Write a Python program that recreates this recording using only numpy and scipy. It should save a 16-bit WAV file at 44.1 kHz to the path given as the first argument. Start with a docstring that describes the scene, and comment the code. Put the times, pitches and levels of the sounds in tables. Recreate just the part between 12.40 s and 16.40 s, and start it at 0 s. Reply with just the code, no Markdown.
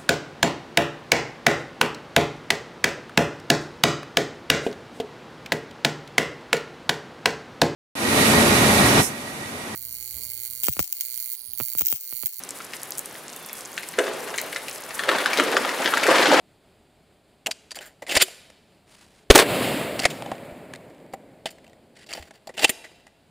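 """A limb of an ice-laden tree, some way off, splinters in ever denser cracks until it tears loose in a rush.
Each fracture excites a cluster of damped vibrations, and the woods answer with a long, dull reverberation.
Close by, bits of ice tick down and fine ice sifts over a bed of distant air noise.
A thin whistle falls in pitch once."""
import sys
import numpy as np
from scipy import signal
from scipy.fft import rfft, irfft, next_fast_len
from scipy.io import wavfile
from scipy.ndimage import map_coordinates

SR = 44100
rng = np.random.default_rng(int(sys.argv[2]) if len(sys.argv) > 2 else 0)


def put_to_file(sound):
    """Save the sound as 16-bit audio at rate SR, in the file named by the first command-line argument."""
    columns = np.atleast_2d(sound).T  # one column per channel
    safe = np.clip(columns, -1, 1)
    whole_steps = np.round(safe * 32767)
    wavfile.write(sys.argv[1], SR, whole_steps.astype(np.int16))


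N = 176400

# Left-right coherence of the air and the sifting ice: f/Hz, coherence
DIFFUSE_COHERENCE = [(60, 1), (950, 0.91), (15000, 0.62)]
# Envelope of fine ice sifting down: t/s, level/dB
SIFTING_ENVELOPE = [(0, -48.5), (4, -40.5)]
# Envelope of countless small fibres and ice breaking: t/s, level/dB
TEARING_ENVELOPE = [(1.55, -44), (1.62, -35), (2.5, -46.5), (2.7, -28), (3.05, -27), (3.38, -30.5),
                    (3.47, -26), (3.62, -26), (3.69, -18), (3.78, -20.5), (4, -18)]


def amp(db):
    """Amplitude ratio of a level in decibels."""
    return 10 ** (np.asarray(db) / 20)


def along(points, hz):
    """Interpolation of (f/Hz, value) points on a logarithmic frequency axis."""
    f, value = np.transpose(points)
    return np.interp(np.log(hz + 1), np.log(f + 1), value)


def envelope(rows):
    """Gain per sample from (t/s, level/dB) rows, silent before the first."""
    t, db = np.transpose(rows)
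    return amp(np.interp(np.arange(N) / SR, t, db, left=-120))


def wobble(rate):
    """Smooth random modulation with `rate` knots a second."""
    return map_coordinates(rng.standard_normal(int(N * rate / SR) + 4), [np.arange(N) * rate / SR])


def filtered(x, response):
    """Linear filtering: the spectrum is multiplied by a frequency response."""
    size = next_fast_len(N + SR // 2)
    return irfft(rfft(x, size) * response(np.fft.rfftfreq(size, 1 / SR)), size)[..., :N]


def stereo_noise(spectrum, coherence):
    """Partly coherent noise of rms 1: the sum and difference of two independent noises."""
    def response(hz):
        angle = np.arccos(np.clip(along(coherence, hz), -1, 1)) / 2
        return amp(along(spectrum, hz)) * [np.cos(angle), np.sin(angle)]
    mid, side = filtered(rng.standard_normal((2, N)), response)
    pair = np.array([mid + side, mid - side])
    return pair / np.sqrt(np.mean(pair ** 2) + 1e-20)


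def scattered(rows, count, over_db, scatter_db, hz, pitch_oct):
    """Random events (t/s, level/dB, f/Hz) whose levels scatter above an envelope."""
    t, db = np.transpose(rows)
    when, strength, pitch = rng.random((count, 3)).T
    onset = t[0] + (t[-1] - t[0]) * when
    event_db = np.interp(onset, t, db) + over_db - scatter_db * np.log(1 - .98 * strength)
    return onset, event_db, hz * 2 ** (pitch_oct * (2 * pitch - 1))


def snaps(t, db, hz, count, cycles, spread_s, loss_db, pitch_oct, samples, below=.3, after_db=0):
    """Damped vibration: per event one ring on time and weaker ones after, each down 60 dB in `cycles`."""
    when, pitch, loss, polarity = rng.random((len(t), 4, count)).swapaxes(0, 1)
    follower = np.arange(count) > 0
    delay = spread_s * when ** 1.4 * follower
    f = np.clip(hz[:, None] * 2 ** (pitch_oct * 2 * (pitch - below) * follower), 240, 16000)
    ring_db = db[:, None] + (after_db - loss_db * (delay / spread_s + loss)) * follower
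    gain = (amp(ring_db) * np.sign(polarity - .5)).reshape(-1, 1)
    periods = f.reshape(-1, 1) * np.arange(samples) / SR
    rings = gain * np.sin(2 * np.pi * periods) * amp(-60 * periods / cycles) * (1 - np.exp(-1.5 * periods))
    at = np.round((t[:, None] + delay) * SR).astype(int).reshape(-1, 1) + np.arange(samples)
    return np.bincount(at.ravel(), rings.ravel(), N + SR)[:N]


def distant_air():
    """Stationary broadband noise, less coherent between left and right as frequency rises."""
    # Spectral density of the air noise: f/Hz, level/dB
    spectrum = [(15, -56), (25, -12), (60, -18), (140, -2), (476, 2), (1870, -3), (4500, -9.5),
                (11000, -20), (16000, -39)]
    return amp(-42.5) * stereo_noise(spectrum, DIFFUSE_COHERENCE)


def sifting_ice():
    """Countless tiny impacts add incoherently to a flickering hiss."""
    # Spectral density of the hiss: f/Hz, level/dB
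    spectrum = [(2500, -15), (5000, -7.5), (10500, 4.5), (16000, -8)]
    flicker = amp(-1 + 1.35 * wobble(24) + 2.9 * wobble(60))
    return flicker * envelope(SIFTING_ENVELOPE) * stereo_noise(spectrum, DIFFUSE_COHERENCE)


def falling_ice():
    """Impact excitation: bits of ice ring brightly and shatter into a spray, among many fainter ticks."""
    # Bits of ice landing nearby: t/s, level/dB, f/Hz
    landings = [(0.0368, -12, 9800), (0.091, -11.5, 8000), (0.107, -10, 8000), (0.25, -18.5, 11000),
                (0.367, -17, 7460), (0.4324, -6.5, 10300), (0.507, -8, 12100), (0.5209, -11, 6860),
                (0.576, -14, 10000), (0.5825, -4.5, 9400), (0.5923, -5, 11400), (0.6586, -13, 9700),
                (0.963, -13, 11400), (1.062, -14, 12700), (1.1307, -8.5, 12200), (1.208, -14, 8100),
                (1.257, -16, 7360), (1.488, -11.5, 8700), (1.9793, -7.5, 9400), (2.015, -5, 12200),
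                (3.0385, -9, 9300), (3.4208, -12, 7300), (3.894, -25, 5300)]
    t, db, hz = np.transpose(landings)
    tick = snaps(t, db, hz, count=5, cycles=15, spread_s=.0015, loss_db=3, pitch_oct=.7,
                 samples=120, below=.55, after_db=-7)
    spray = snaps(t, db - 17, hz, count=50, cycles=12, spread_s=.028, loss_db=9, pitch_oct=.6,
                  samples=100, below=.5)
    grains = scattered(SIFTING_ENVELOPE, count=260, over_db=15.5, scatter_db=3, hz=7840, pitch_oct=.61)
    faint = snaps(*grains, count=5, cycles=15.5, spread_s=.0021, loss_db=2.5, pitch_oct=.7, samples=100)
    ice = tick + spray + faint
    width = amp(-18) * np.roll(ice, 40) * [[1], [-1]]  # delayed copy in antiphase
    return ice * amp([[.6], [-.6]]) + width


def cracks():
    """Brittle fracture: a brief creak leads into a burst of splinters topped by a thin click."""
    # Splintering wood: t/s, level/dB, f/Hz
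    fractures = [(0.203, -23, 1366), (0.3353, -16, 2040), (0.753, -27, 1920), (1.0955, -25.5, 2000),
                 (1.3782, -12, 1820), (1.432, -20.5, 2220), (1.538, -22.5, 2050), (1.588, -3.5, 1530),
                 (1.6673, -15, 1650), (1.9418, -15.5, 1670), (1.9833, -8.5, 2110), (2.1285, -15, 2050),
                 (2.1612, -10, 1970), (2.283, -15, 2550), (2.507, -20, 1840), (2.593, -9.5, 1770),
                 (2.636, -12, 1800), (2.6899, -1, 1770), (2.7158, -7, 1380), (2.784, -9, 1550),
                 (2.8593, -4, 1610), (2.9325, -7, 2320), (2.9733, -7.5, 3220), (2.9865, -9, 2120),
                 (2.9982, -1, 1334), (3.1678, -3.5, 1700), (3.249, -8, 1230), (3.292, -12.5, 1870),
                 (3.444, -10.5, 2270), (3.459, -4.5, 1750), (3.4754, -6.5, 1600), (3.5375, -4.5, 1350),
                 (3.5722, -6.5, 1840), (3.6345, -5, 2270), (3.6672, -4, 1620), (3.756, -4.5, 1500),
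                 (3.784, -5.5, 2200), (3.8395, -12, 1580), (3.857, -3, 1660)]
    t, db, hz = np.transpose(fractures)
    burst = snaps(t, db, hz, count=18, cycles=15, spread_s=.008, loss_db=9, pitch_oct=.9,
                  samples=500, after_db=-6)
    click = snaps(t, db + .3, 2.27 * hz, count=5, cycles=5.3, spread_s=.0028, loss_db=.5, pitch_oct=.96,
                  samples=150)
    creak = snaps(t - .005, db - 15, hz, count=8, cycles=10, spread_s=.005, loss_db=1, pitch_oct=1,
                  samples=400)
    return creak + burst + click


def early_reflection(x, delay_s=.0066, corner_hz=2800):
    """Specular reflection: a hard surface on the left throws the treble back."""
    bright = lambda hz: (1j * hz / (corner_hz + 1j * hz)) ** 2 * np.exp(-2j * np.pi * hz * delay_s)
    return amp(-4.5) * filtered(x, bright) * amp([[2.5], [-4]])


def woods_echo(x, patterns=8, coherence=.84, far_db=-4, near_db=-5.5, near_t60_s=.11):
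    """Reverberation by scattering: brief from near twigs, long from far trees and longest in the bass."""
    # Reverberation time of the far trees: f/Hz, T60/s
    decay_times = [(300, 1.78), (1500, 0.35), (10000, 1.1)]
    angle = np.arccos(coherence) / 2
    pattern = np.arange(N) // 2048 % patterns  # successive stretches of sound find other trees
    echo = np.zeros((2, N))
    for k in range(patterns):
        hz, t, spectra = signal.stft(rng.standard_normal((2, SR * 3 // 2)), SR, nperseg=256)
        decay = amp(-60 * t / along(decay_times, hz)[:, None])
        mid, side = signal.istft(spectra * decay, SR, nperseg=256)[1]
        far = np.cos(angle) * mid + np.sin(angle) * side * [[1], [-1]]
        near = rng.standard_normal(len(mid)) * amp(-60 * np.arange(len(mid)) / SR / near_t60_s)
        tail = amp(far_db) * far / np.linalg.norm(mid) + amp(near_db) * near / np.linalg.norm(near)
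        echo += signal.fftconvolve((x * (pattern == k))[None], tail, axes=1)[:, :N]
    return echo


def path_from_tree(x, low_cut_hz=117):
    """Transmission to the listener: little bass arrives, lows lean right and highs lean left."""
    # Left channel over right: f/Hz, level/dB
    balance = [(60, -11), (380, -1), (2380, 2.5), (15000, 3.5)]
    high_pass = lambda hz: (1j * hz / (low_cut_hz + 1j * hz)) ** 3
    return filtered(x, lambda hz: amp(along(balance, hz) * [[.5], [-.5]]) * high_pass(hz))


def whistle(start_s=.84, length_s=.42, start_hz=3700, fall_hz_per_s=1000):
    """A far call: a falling linear chirp and a weaker tone below, roughened by amplitude modulation."""
    t = np.arange(N) / SR - start_s
    swell = np.sin(np.pi * np.clip(t / length_s, 0, 1)) ** .5 * (1.5 + wobble(230))
    phase = 2 * np.pi * (start_hz - fall_hz_per_s * t / 2) * t
    return amp(-55.5) * swell * (np.sin(phase) + .6 * np.sin(.76 * phase))


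def snapping_fibres():
    """Acoustic emission: small fibres fail at random times, louder as the limb gives way."""
    failures = scattered(TEARING_ENVELOPE, count=1400, over_db=1, scatter_db=3.5, hz=1500, pitch_oct=1.782)
    return snaps(*failures, count=3, cycles=11.14, spread_s=.005, loss_db=4.5, pitch_oct=.78, samples=400)


def tearing():
    """Superposition: breaks too dense to hear singly merge into a fluttering rush."""
    # Spectral density of the rush: f/Hz, level/dB
    spectrum = [(59, -68), (100, -20.5), (308, -1), (343, -6), (1760, -4), (10500, -28), (16000, -46)]
    # Its left-right coherence: f/Hz, coherence
    coherence = [(60, 0.98), (950, 0.85), (15000, 0.7)]
    flutter = amp(-1.5 + 2.6 * wobble(70))
    return flutter * envelope(TEARING_ENVELOPE) * stereo_noise(spectrum, coherence)


def knocks():
    """Impulsive excitation: heavy breaks shake the limb, whose low resonances thud."""
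    # Heavy breaks: t/s, level/dB, f/Hz
    breaks = [(1.585, -4, 506), (2.684, -10.5, 550), (2.986, -5.5, 443), (2.999, -12, 486),
              (3.683, -4, 495), (3.793, -6.5, 502), (3.88, -11, 318), (3.903, -10, 298)]
    return snaps(*np.transpose(breaks), count=16, cycles=18, spread_s=.03, loss_db=4, pitch_oct=.65,
                 samples=2500, below=.6, after_db=-10)


def scene():
    """Sound pressures add: the limb with its echoes, the ice, the air and the whistle."""
    limb = cracks() + knocks() + snapping_fibres()
    tree = path_from_tree(limb + tearing() + early_reflection(limb) + woods_echo(limb))
    return tree + sifting_ice() + distant_air() + falling_ice() + whistle()


def record(dry, ceiling=.85, band_limit_hz=16683):
    """Soft saturation rounds loud peaks; a low-pass response removes the top treble."""
    # Treble roll-off: f/Hz, level/dB
    roll_off = [(15700, 0), (16000, -16)]
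    held = dry / (1 + np.abs(dry / ceiling) ** 4) ** .25
    return filtered(held, lambda hz: amp(along(roll_off, hz)) * (hz < band_limit_hz))


dry = scene()
out = record(dry)
put_to_file(out)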